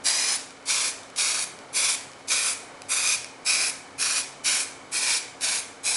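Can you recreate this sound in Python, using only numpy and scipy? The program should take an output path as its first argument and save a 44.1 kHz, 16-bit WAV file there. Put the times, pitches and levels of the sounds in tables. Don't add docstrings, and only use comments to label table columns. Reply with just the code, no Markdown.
import sys
import numpy as np
from scipy import signal
from scipy.fft import rfft, irfft, next_fast_len
from scipy.io import wavfile
from scipy.ndimage import map_coordinates

SR = 44100
rng = np.random.default_rng(int(sys.argv[2]) if len(sys.argv) > 2 else 0)


def wrap_up_sound(samples):
    columns = np.atleast_2d(samples).T
    tamed = np.clip(columns, -1, 1)
    steps = np.round(tamed * 32767).astype(np.int16)
    wavfile.write(sys.argv[1], SR, steps)


N = 262836

# frequency_hz, relative_db
FAN_AIR = [(25, -13), (45, -13.5), (100, -3.5), (200, -2), (400, 3), (800, 2.5), (1300, 0), (1800, -4),
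           (2800, -12.5), (4000, -10.5), (6000, -14.5), (9000, -19), (11000, -20)]
# pitch_hz, rms_db
FAN_HUM = [(236, -68.5), (271, -59)]
# pitch_hz, width_hz, rms_db
FAN_WHIRS = [(97.6, 18, -69), (139.6, 14, -67.5), (277, 18, -68), (460, 18, -64), (568, 25, -67),
             (730, 35, -62.5), (882, 10, -66.5), (2230, 230, -58), (3024, 130, -63.5), (7900, 130, -74)]
# frequency_hz, t60_s
ROOM_DECAY = [(200, 0.24), (1000, 0.73), (2500, 0.6), (5000, 0.47), (8000, 0.52), (11000, 0.32)]
# centre_s, level_db
FINGER_RUBS = [(0.02, -62), (0.58, -64), (1.07, -53), (2.2, -56), (2.76, -65), (2.86, -56)]
# start_s, peak_db
BALL_TICKS = [(0.507, -28.5), (0.627, -37), (1.033, -32), (1.101, -33), (1.589, -32), (2.117, -33.5),
              (2.134, -34), (2.8195, -24), (3.2447, -20)]
# pitch_hz, width_hz, relative_db
CAN_MODES = [(1500, 370, -9), (2480, 200, 4), (3720, 1800, 1), (5200, 760, 0), (6600, 870, -6),
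             (9500, 1200, -5)]
# frequency_hz, relative_db
JET_HISS = [(300, -62), (1500, -14.5), (2200, -6), (2900, -5.5), (3500, -2), (4600, 2), (6200, 1.5),
            (6800, -1.5), (7800, -2.5), (8900, -4), (10000, -2), (10450, -1), (10800, -2.5)]
# frequency_hz, relative_db
PLUME_RUSH = [(60, -38), (250, -14.5), (550, -2.5), (1000, -2.5), (1800, 2), (2600, -2), (4000, -9.5),
              (8000, -50)]
# pitch_hz, width_hz, relative_db
HOLLOW_MODES = [(996, 180, -16.5), (1536, 190, -15), (2306, 300, -6.5), (2470, 103, -2.5)]
# start_s, shut_s, opening_s, level_db, fade_db, dip_db, hollow_db, fizz_db
PRESSES = [ (0.04, 0.363, 0.022, -23, 1.5, 1.9, -14.5, 3.5),
           (.656, 0.906, 0.051, -24, 2.5, 0.2, -12.5, 2.5), (1.161, 1.442, 0.042, -24, 6, 1.5, -12.5, 3),
           (1.729, 1.952, .044, -24.5, 0.5, -0.1, -11.5, 5), (2.276, 2.534, 0.062, -24, 10, 1.5, -8, 5),
           (2.887, 3.158, 0.028, -24, -5.5, 1.5, -9.5, 5), (3.451, 3.705, 0.023, -23, 6.5, 0.8, -9, 3.5),
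           (3.982, 4.214, 0.037, -23.4, 1.5, 2, -10, 3.5), (4.44, 4.635, 0.028, -24, 7.5, 0.1, -9, 4),
           (4.916, 5.184, 0.028, -25.5, -5, -0.5, -8.5, 4.5), (5.406, 5.601, 0.034, -26, 2.9, 0, -9.5, 5),
           (5.834, 6.005, 0.031, -26.6, 4, 1, -10, 7)]
# time_s, board_delay_ms, far_delay_ms, board_gain
ECHO_PATHS = [(.04, 1.06, 1.23, .5), (.36, .95, 1.13, .42), (.66, .88, 1.87, .36), (1.44, .855, 1.8, .3),
              (1.95, .82, 1.74, .36), (2.28, .8, 1.68, .33), (2.54, .83, 1.51, .33),
              (2.89, .835, 1.53, .52), (3.16, .8, 1.6, .52), (3.71, .77, 1.47, .42), (3.98, .74, 1.58, .46),
              (4.21, .69, 1.51, .46), (4.44, .7, 1.29, .35), (4.92, .75, 1.2, .26), (5.6, .72, 1.03, .24),
              (5.85, .75, 1.24, .24)]
# start_s, relative_db
NOZZLE_SPITS = [(0.084, -5.5), (1.1615, -17.5), (1.1847, -8), (1.7315, -32), (2.284, -16), (2.324, -16),
                (3.074, -9), (4.0, -15), (4.4453, -21), (5.4092, -22)]

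OPENING_DB, OPENING_FIZZ_DB = 22, 16
CLOSING_S, CLOSING_DB, CLOSING_FIZZ_DB = 0.057, 6.5, 2
SURGE_DB, SURGE_AT_S, SURGE_WIDTH_S = 2, 0.042, 0.015
FIZZ_FADE_DB, FIZZ_DIP_DB, RING_SWELL_DB = 1, 0.9, 1.5


def amp(db):
    return 10 ** (np.asarray(db) / 20)


def unit(x):
    return x / np.sqrt(np.mean(x ** 2) + 1e-20)


def along(points, hz):
    f, v = np.transpose(points)
    return np.interp(np.log(hz + 1), np.log(f + 1), v)


def wobble(rate, size):
    return map_coordinates(rng.standard_normal(size // 16), [np.arange(size) * rate / SR], mode="wrap")


def filtered(x, response):
    m = next_fast_len(len(x) + 8192)
    return irfft(rfft(x, m) * response(np.fft.rfftfreq(m, 1 / SR)), m)[:len(x)]


def noise(spectrum, size):
    return unit(filtered(rng.standard_normal(size), lambda hz: amp(along(spectrum, hz))))


def resonance(hz, centre, width):
    return 1j * hz * width / (centre ** 2 - hz ** 2 + 1j * hz * width)


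def ringing_noise(modes, size):
    def peaks(hz):
        return sum(amp(db) * abs(resonance(hz, pitch, width)) ** 2 for pitch, width, db in modes)
    return unit(filtered(rng.standard_normal(size), peaks))


def delayed(x, ms):
    return map_coordinates(x, [np.arange(len(x)) - ms * SR / 1000], order=3)


def add(track, start_s, x):
    part = track[max(round(start_s * SR), 0):][:len(x)]
    part += x[:len(part)]


def fan(air_db=-46.5, swell_db=0.6, waver_db=1.0, drift_rad=0.88):
    t = np.arange(N) / SR
    hum = np.zeros(N)
    for hz, db in FAN_HUM:
        peak = np.sqrt(2) * amp(db + waver_db * wobble(4.03, N))
        hum += peak * np.sin(2 * np.pi * hz * t + drift_rad * wobble(4, N))
    whirs = sum(amp(db) * ringing_noise([(hz, width, 0)], N) for hz, width, db in FAN_WHIRS)
    air = amp(air_db + swell_db * wobble(5.2, N)) * noise(FAN_AIR, N)
    return hum + whirs + air


def workshop(x, predelay_s=0.0049):
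    hz, t, spectra = signal.stft(rng.standard_normal(SR), SR, nperseg=256)
    decay = amp(-60 * t / along(ROOM_DECAY, hz)[:, None])
    tail = signal.istft(spectra * decay, SR, nperseg=256)[1]
    tail *= np.clip(np.arange(len(tail)) / SR / predelay_s - 1, 0, 1)
    return signal.fftconvolve(x, tail / np.linalg.norm(tail))


def fingers(width_s=0.021):
    t = np.arange(N) / SR
    swells = sum(amp(db) * np.exp(-((t - s) / width_s) ** 2 / 2) for s, db in FINGER_RUBS)
    return swells * noise(JET_HISS, N)


def mixing_ball(contact_t60_s=0.0096, room_db=-10):
    def can(hz):
        return sum(amp(db) * resonance(hz, pitch, width) for pitch, width, db in CAN_MODES)
    out, t = np.zeros(N), np.arange(SR // 16) / SR
    for start_s, peak_db in BALL_TICKS:
        contact = rng.standard_normal(len(t)) * amp(-60 * t / contact_t60_s)
        tick = filtered(contact, can)
        add(out, start_s, amp(peak_db) * tick / np.abs(tick).max())
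    return out + amp(room_db) * workshop(out)[:N]


def spits(trim_db=-8, t60_s=0.022):
    out, t = np.zeros(N), np.arange(SR // 16) / SR
    for start_s, db in NOZZLE_SPITS:
        add(out, start_s, amp(db + trim_db - 60 * t / t60_s) * noise(JET_HISS, len(t)))
    return out


def close_echoes(jet, time_s, travel, rebound_gain=.55, far_gain=.23, scatter_gain=.125):
    path_s, *columns = np.transpose(ECHO_PATHS)
    board_ms, far_ms, board_gain = (np.interp(time_s, path_s, column) for column in columns)
    board = board_gain * delayed(jet, board_ms)
    rebound = rebound_gain * board_gain * delayed(board, board_ms)
    far = far_gain * delayed(jet, far_ms)
    paths = rng.uniform([.15, -.12], [2.6, .12], (7, 2))
    scatter = sum(rng.choice([-1, 1]) * delayed(jet, ms + glide * travel) for ms, glide in paths)
    return (jet + board + rebound + far + scatter_gain * scatter) / np.sqrt(1 + board_gain ** 2)


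def nozzle_jet(press, t, travel, rush_db=-13.5, ring_trim_db=-2.26, crack_s=.006, shut_t60_s=0.032):
    start_s, shut_s, opening_s, level_db, fade_db, dip_db, hollow_db, fizz_db = press
    held_s = shut_s - start_s
    opening = np.clip(1 - t / opening_s, 0, 1) ** 2
    closing = np.clip(1 - (held_s - t) / CLOSING_S, 0, 1) ** 2
    middle = np.sin(np.pi * travel) ** 2
    flow = amp(-OPENING_DB * opening - CLOSING_DB * closing)
    body_gain = flow * amp(fade_db * (.5 - travel))
    fizz_flow = amp(-OPENING_FIZZ_DB * opening - CLOSING_FIZZ_DB * closing)
    fizz_gain = fizz_flow * amp(fizz_db + FIZZ_FADE_DB * (.5 - travel) - FIZZ_DIP_DB * middle)
    hiss = noise(JET_HISS, len(t))
    fizz = filtered(hiss, lambda hz: 1 / (1 + (7500 / (hz + 1)) ** 8))
    jet = body_gain * (hiss - fizz) + fizz_gain * fizz
    jet += flow * amp(rush_db) * noise(PLUME_RUSH, len(t))
    ring_gain = body_gain * amp(ring_trim_db + hollow_db + RING_SWELL_DB * middle)
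    jet += ring_gain * ringing_noise(HOLLOW_MODES, len(t))
    attack = np.clip((t - t[0]) / crack_s, 0, 1)
    release = amp(-60 * np.maximum(t - held_s, 0) / shut_t60_s)
    surge_db = SURGE_DB * np.exp(-((t - SURGE_AT_S) / SURGE_WIDTH_S) ** 2)
    uneven_db = 0.35 * wobble(25.5, len(t)) + 0.98 * wobble(67.7, len(t)) + 0.94 * wobble(600, len(t))
    return jet * attack * release * amp(level_db + surge_db - dip_db * middle + uneven_db)


def spray(direct_db=-0.2, room_db=-8.0, lead_s=.005):
    out, t = np.zeros(N), np.arange(SR // 2) / SR - lead_s
    for press in PRESSES:
        start_s, shut_s = press[:2]
        travel = np.clip(t / (shut_s - start_s), 0, 1)
        jet = nozzle_jet(press, t, travel)
        add(out, start_s - lead_s, amp(direct_db) * close_echoes(jet, start_s + t, travel))
        add(out, start_s - lead_s, amp(room_db) * workshop(jet))
    return out


def scene():
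    return (spray() + spits() + mixing_ball() + fingers() + fan())[None]


def record(dry):
    cutoff_hz, edge_hz = 11080, 100
    return np.array([filtered(x, lambda hz: np.clip((cutoff_hz - hz) / edge_hz + .5, 0, 1)) for x in dry])


dry = scene()
out = record(dry)
wrap_up_sound(out)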